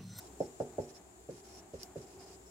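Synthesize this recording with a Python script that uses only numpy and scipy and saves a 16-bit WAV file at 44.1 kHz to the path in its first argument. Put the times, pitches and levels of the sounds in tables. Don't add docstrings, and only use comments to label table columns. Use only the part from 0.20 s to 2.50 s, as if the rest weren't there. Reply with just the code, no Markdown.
import sys
import numpy as np
from scipy import signal
from scipy.fft import rfft, irfft
from scipy.io import wavfile

SR = 44100
rng = np.random.default_rng(int(sys.argv[2]) if len(sys.argv) > 2 else 0)


def unload_wav(signal):
    wavfile.write(
        sys.argv[1],
        SR,
        np.round(np.clip(np.atleast_2d(signal).T, -1, 1) * 32767).astype(np.int16),
    )


N = 101429
ANTIPHASE = np.array([[1], [-1]])


def undb(db):
    return 10 ** (np.asarray(db) / 20)


def unit(x):
    return x / np.sqrt(np.mean(x ** 2))


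def pan(db):
    return undb(np.array([[db], [-db]]) / 2)


def fade(age, t60):
    return np.exp(-np.log(1000) * age / t60)


def lowpass(x, hz, order=2):
    return signal.sosfilt(signal.butter(order, hz, fs=SR, output="sos"), x + 1e-18)


def colour(x, spectrum):
    size = 2 ** 17
    hz, db = np.array(spectrum).T
    freqs = np.maximum(np.fft.rfftfreq(size, 1 / SR), 1)
    gain = undb(np.interp(np.log(freqs), np.log(hz), db))
    cepstrum = irfft(np.log(gain))
    cepstrum[1:size // 2] *= 2
    cepstrum[size // 2 + 1:] = 0
    return irfft(rfft(x, size) * np.exp(rfft(cepstrum)))[..., :N]


def coloured_noise(spectrum, shape=N):
    return unit(colour(rng.standard_normal(shape), spectrum))


def narrowband(hz, width_hz, channels=2):
    in_phase, quadrature = lowpass(rng.standard_normal((2, channels, N)), width_hz / 2)
    phase = 2 * np.pi * np.cumsum(hz * np.ones(N)) / SR
    return unit(in_phase * np.cos(phase) + quadrature * np.sin(phase))


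# frequency in Hz, relative level in dB.
HISS_SPECTRUM = [(1000, 5), (3000, -1.5), (5000, 0.5), (8500, -1), (10000, -7.5), (10900, -3.5),
                 (12500, -7), (15500, -10)]
HUMP_SPECTRUM = [(4000, -35), (6200, -10.5), (6900, -0.5), (7450, 2), (8100, -6), (9000, -11), (10500, -29)]
# time in seconds, level in dB.
HISS_ENVELOPE = [(0, -66), (.3, -65), (.62, -66), (.85, -69), (1.5, -69), (2.3, -67.5)]
# frequency in Hz, level in dB.
WHINE_TONES = [(6950, -76.5), (9265, -85), (11827, -95)]
HUMP_DB, HUMP_PAN_DB = -1.5, 16.5
FLUTTER_HZ, FLUTTER_PER_S, FLUTTER_DB = 10800, 31, -78.5


def microphone_hiss(t):
    hiss = coloured_noise(HISS_SPECTRUM, (2, N))
    hump = pan(HUMP_PAN_DB) * undb(HUMP_DB) * coloured_noise(HUMP_SPECTRUM, (2, N))
    level = undb(np.interp(t, *np.array(HISS_ENVELOPE).T))
    whine = sum(undb(db) * np.sin(2 * np.pi * hz * t) for hz, db in WHINE_TONES)
    pulsing = np.maximum(np.sin(2 * np.pi * FLUTTER_PER_S * t), 0) ** 2
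    flutter = unit(narrowband(FLUTTER_HZ, width_hz=620) * pulsing)
    return (hiss + hump) * level + whine + undb(FLUTTER_DB) * flutter


# frequency in Hz, relative level in dB.
ROOM_MID_SPECTRUM = [(20, -41), (42, -23), (62, -9), (85, -11), (110, -4), (145, -15.5), (185, -4),
                     (230, -9), (270, -7), (325, -8.5), (362, 2), (400, -4), (450, -15.5), (520, -17.5),
                     (650, -8), (780, -6.5), (900, -14), (1300, -21.5), (2500, -28), (5000, -42)]
ROOM_SIDE_SPECTRUM = [(20, -55), (70, -12), (200, -5.5), (370, 0), (520, -5), (750, 0.5), (1100, -7),
                      (2000, -13.5), (5000, -22.5)]
ROOM_MID_DB, ROOM_SIDE_DB, ROOM_WAVER_DB = -60, -64.5, 2.3


def room_hum():
    waver = undb(ROOM_WAVER_DB * unit(lowpass(rng.standard_normal(N), hz=2.4)))
    mid = undb(ROOM_MID_DB) * coloured_noise(ROOM_MID_SPECTRUM)
    side = undb(ROOM_SIDE_DB) * coloured_noise(ROOM_SIDE_SPECTRUM)
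    return waver * mid + ANTIPHASE * side


# frequency in Hz, relative level in dB.
RUMBLE_SPECTRUM = [(25, -36), (45, -17.5), (62, 10.5), (80, -3.5), (115, -5.5), (150, -13.5), (185, -1.5),
                   (230, -20.5), (275, -2), (330, -3.5), (375, 5), (420, 1.5), (500, -12.5), (700, -17.5),
                   (1200, -32)]
# time in seconds, level in dB.
RUMBLE_ENVELOPE = [(0, -61), (.14, -56), (.3, -60), (.72, -61.5), (.82, -64.5), (.92, -71.5), (1.0, -59.5),
                   (1.36, -60.5), (1.47, -67.5), (1.62, -64.5), (1.85, -60), (2.3, -59)]
# centre in seconds, half length in seconds, peak level in dB.
TIP_SCUFFS = [(0.023, 0.084, -59), (1.357, 0.045, -69), (1.627, 0.064, -76), (2.016, 0.064, -76)]


def board_rumble(t):
    level = undb(np.interp(t, *np.array(RUMBLE_ENVELOPE).T))
    rumble = level * coloured_noise(RUMBLE_SPECTRUM)
    drag = sum(undb(db) * np.exp(-((t - centre) / half) ** 2) for centre, half, db in TIP_SCUFFS)
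    return rumble + drag * narrowband(hz=798, width_hz=320)


# start in seconds, relative level in dB.
TICK_CONTACTS = [(1.632, -8.5), (1.6314, 3), (1.6327, 3.5), (1.6338, -4)]
# frequency in Hz, relative level in dB.
CRACK_SPECTRUM = [(500, -16), (1500, -29), (3600, -18), (5200, -2), (8200, -8), (11500, -6.5), (15500, -12)]
# frequency in Hz, relative level in dB, 60 dB decay time in seconds.
TIP_RESONANCES = [(2886, -22, 0.046), (4540, -11, 0.021), (5350, 1.5, 0.0061), (5930, -9, .008),
                  (7150, -17, 0.0058), (11800, -19, .004)]
CRACK_DB, CRACK_DECAY_S, TIP_RING_DB = -42, .0009, -38.5
TICK_ROOM_DB, TICK_ROOM_DECAY_S = -14.5, 0.021


def tip_tick(t):
    envelope = ring = 0
    for start, db in TICK_CONTACTS:
        age = np.maximum(t - start, 0)
        strength = undb(db) * (t >= start)
        room_tail = undb(TICK_ROOM_DB) * np.exp(-age / TICK_ROOM_DECAY_S)
        envelope += strength * (np.exp(-age / CRACK_DECAY_S) + room_tail)
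        for hz, mode_db, t60 in TIP_RESONANCES:
            phase = 2 * np.pi * (hz * age + rng.random((2, 1)))
            ring += strength * undb(mode_db) * fade(age, t60) * np.sin(phase)
    crack = colour(envelope * rng.standard_normal((2, N)), CRACK_SPECTRUM)
    return pan(db=0.87) * (undb(CRACK_DB) * crack + undb(TIP_RING_DB) * ring)


WALL_DELAY_MS, WALL_GAIN = 2.8, 0.58


def with_wall_reflection(direct):
    samples = np.arange(N)
    delay = WALL_DELAY_MS * SR / 1000
    reflected = np.array([np.interp(samples - delay, samples, channel) for channel in direct])
    return direct + WALL_GAIN * reflected


# start in seconds, length in seconds, relative rub level in dB,
# squeak frequency in Hz, relative squeak level in dB, relative scratch level in dB.
MARKER_STROKES = [(-.02, 0.1, -2.5, 5440, -4, -3), (0.19, 0.08, -4.5, 5380, 2, -4),
                  (0.386, 0.045, -2.5, 5270, -2.5, -3), (.59, 0.067, -4.5, 5410, -3, -3),
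                  (.67, 0.046, -2, 5690, 1, -2), (.735, .045, -2, 5380, 8.5, 4),
                  (1.091, 0.061, -4, 5340, -14, -5), (1.144, .065, -1, 5560, -6, -5),
                  (1.23, .105, -2, 5400, -2, 5.5), (1.329, 0.075, 0, 5540, 6, 7),
                  (1.521, 0.059, -3.5, 5350, -14, 2), (1.582, 0.061, 2.5, 5400, 8, 4),
                  (1.753, 0.0473, -2, 5230, -22, 2), (1.797, .05, -1, 5310, -2, 4),
                  (1.855, 0.11, -6.5, 5066, -6.5, -4.5), (1.982, 0.066, -2, 5050, 3, 2),
                  (2.05, 0.11, -2, 4980, -2, 2), (2.25, 0.054, -16, 5400, -1, -14)]
# frequency in Hz, relative level in dB.
RUB_SPECTRUM = [(500, -14), (1200, -1.5), (2000, -2), (2800, 0.5), (3500, -1.5), (4800, 5), (6000, 5.5),
                (7300, 1.5), (8800, -2.5), (10000, 9), (11200, -3), (13000, -24), (15500, -23.5)]
SCRATCH_SPECTRUM = [(4000, -44), (8800, -6), (10000, 15), (11200, -5), (13000, 0), (14200, -32),
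                    (15500, -16)]
RUB_DB, SCRATCH_DB, SQUEAK_DB = -60, -70, -67.5
STROKE_ATTACK_S, STROKE_RELEASE_S = .02, .018
SLIPS_PER_S, SLIP_SPREAD_DB = 5000, 4
SQUEAK_WIDTH_HZ, SQUEAK_GLIDE = 490, 0.039


def marker_strokes(t):
    rub, squeak, scratch, total_press, weighted_hz = np.zeros((5, N))
    for start, length, rub_db, hz, squeak_db, scratch_db in MARKER_STROKES:
        attack = np.clip((t - start) / STROKE_ATTACK_S, 0, 1)
        release = np.clip((start + length - t) / STROKE_RELEASE_S + .5, 0, 1)
        press = attack * release
        rub += undb(rub_db) * press
        squeak += undb(squeak_db) * press
        scratch += undb(scratch_db) * press
        total_press += press
        weighted_hz += press * hz * (1 + SQUEAK_GLIDE * ((t - start) / length - .5))
    slipping = rng.random((2, N)) < SLIPS_PER_S / SR
    slips = slipping * rng.standard_normal((2, N)) * undb(SLIP_SPREAD_DB * rng.standard_normal(N))
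    squeak_hz = weighted_hz / (total_press + 1e-9)
    rubbing = undb(RUB_DB) * rub * unit(colour(slips, RUB_SPECTRUM))
    scratching = undb(SCRATCH_DB) * scratch * unit(colour(slips, SCRATCH_SPECTRUM))
    squeaking = undb(SQUEAK_DB) * squeak * narrowband(squeak_hz, SQUEAK_WIDTH_HZ)
    return pan(db=-2) * (rubbing + scratching + squeaking)


# frequency in Hz, relative level in dB, 60 dB decay time in seconds.
PANEL_MODES = [(80.4, -9, 0.23), (101, -23, 0.24), (147.9, -4, 0.41), (242.6, -1, 0.404), (300.3, -16, 1),
               (362, 9, 0.11), (383.7, 5, 0.32), (439, -9, 0.64), (479, -7, 0.5), (556, 5, 0.17),
               (596, -7, 0.46), (620, -21, 0.12), (708, -6.5, 0.52), (825, -15, 0.34)]
RING_DB, RING_RISE_S = -44, 0.021


def panel_ring(age):
    modes = sum(undb(db) * np.sin(2 * np.pi * hz * age) * fade(age, t60) for hz, db, t60 in PANEL_MODES)
    rise = 1 - np.exp(-age / RING_RISE_S)
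    return pan(db=-2.5) * undb(RING_DB) * rise * modes


BOOM_WIDTH_HZ, BOOM_DB, BOOM_PEAK_S = 53, -47, 0.015


def panel_boom(age, hz):
    swell = age / BOOM_PEAK_S * np.exp(1 - age / BOOM_PEAK_S)
    return undb(BOOM_DB) * swell * narrowband(hz, BOOM_WIDTH_HZ, channels=1)


# frequency in Hz, relative level in dB.
THUMP_SPECTRUM = [(30, -47), (80, -26), (150, -7.5), (250, -17.5), (400, -8.5), (500, -6), (620, 2),
                  (730, -16.5), (880, -11), (1000, -33.5), (1500, -22.5), (3000, -20)]
THUMP_SIDE_SPECTRUM = [(100, -39), (380, -34), (500, -22), (590, 0), (680, -9), (850, -15), (1000, -30)]
# delay in milliseconds, left gain in dB, right gain in dB.
EARLY_REFLECTIONS = [(2.8, 0, 0.5), (6.91, -.5, 1.5), (10.72, -7, -6), (17.8, -8, -6.5),
                     (18.52, -4.5, -1.5), (22.69, -17, -14.5)]
THUMP_DB, THUMP_SIDE_DB, SIDE_LAG_MS = 15, 17, 3.61


def panel_thump(t, start):
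    def impulse(delay_ms):
        return np.sinc((t - start - delay_ms / 1000) * SR)

    reflections = sum(undb([[left], [right]]) * impulse(ms) for ms, left, right in EARLY_REFLECTIONS)
    thump = undb(THUMP_DB) * colour(impulse(0) + reflections, THUMP_SPECTRUM)
    side = undb(THUMP_SIDE_DB) * colour(impulse(SIDE_LAG_MS), THUMP_SIDE_SPECTRUM)
    return ANTIPHASE * side - thump


# start in seconds, relative level in dB, softness cut-off in Hz,
# ring gain in dB, boom gain in dB, boom frequency in Hz.
LANDINGS = [(.2040, 2, 845, -4.5, -6, 116.5), (0.4018, -.5, 1014, 0.5, -1.5, 110),
            (0.583, -1, 886, 2, 1.5, 100), (1.0885, -7.5, 550, -6.5, 7.5, 160),
            (1.5357, -10, 580, 1.5, 6, 81), (1.7575, -7.5, 546, 3.5, 7.5, 124.5),
            (1.968, -29.5, 460, 5, 14.5, 92)]
# frequency in Hz, relative level in dB.
TAIL_SPECTRUM = [(40, -41), (100, -9), (200, -4), (400, 17.5), (600, -5.5), (850, 6), (1050, -39),
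                 (2000, -39), (4000, -55)]
CRUSH_SPECTRUM = [(500, 7), (1200, 4.5), (1800, 0), (2500, -3.5), (4000, -17), (5400, -14), (6500, -2),
                  (9000, -7), (15000, -26)]
TAIL_DB, TAIL_T60_S, TAIL_RISE_S, TAIL_SIDE_GAIN = -36.5, 0.25, 0.006, 0.21
CRUSH_DB, CRUSH_T60_S, CRUSH_SHARE = -59.5, 0.42, 0.18


def marker_landings(t):
    out = np.zeros((2, N))
    mid, side = coloured_noise(TAIL_SPECTRUM, (2, N))
    diffuse = undb(TAIL_DB) * (mid + TAIL_SIDE_GAIN * ANTIPHASE * side)
    felt = coloured_noise(CRUSH_SPECTRUM, (2, N))
    for start, db, cutoff_hz, ring_db, boom_db, boom_hz in LANDINGS:
        age = np.maximum(t - start, 0)
        ring = undb(ring_db) * panel_ring(age)
        boom = undb(boom_db) * panel_boom(age, boom_hz)
        tail = diffuse * fade(age, TAIL_T60_S) * (1 - np.exp(-age / TAIL_RISE_S))
        knock = lowpass(panel_thump(t, start) + ring + boom + tail, cutoff_hz, order=5)
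        crush = felt * (t >= start) * fade(age, CRUSH_T60_S)
        out += undb(db) * knock + undb(CRUSH_DB + CRUSH_SHARE * db) * crush
    return out


def scene():
    t = np.arange(N) / SR
    marker = marker_landings(t) + with_wall_reflection(marker_strokes(t)) + tip_tick(t)
    return marker + board_rumble(t) + room_hum() + microphone_hiss(t)


TOP_HZ = 15800


def record(dry):
    return signal.sosfilt(signal.ellip(10, .2, 70, TOP_HZ, fs=SR, output="sos"), dry)


dry = scene()
out = record(dry)
unload_wav(out)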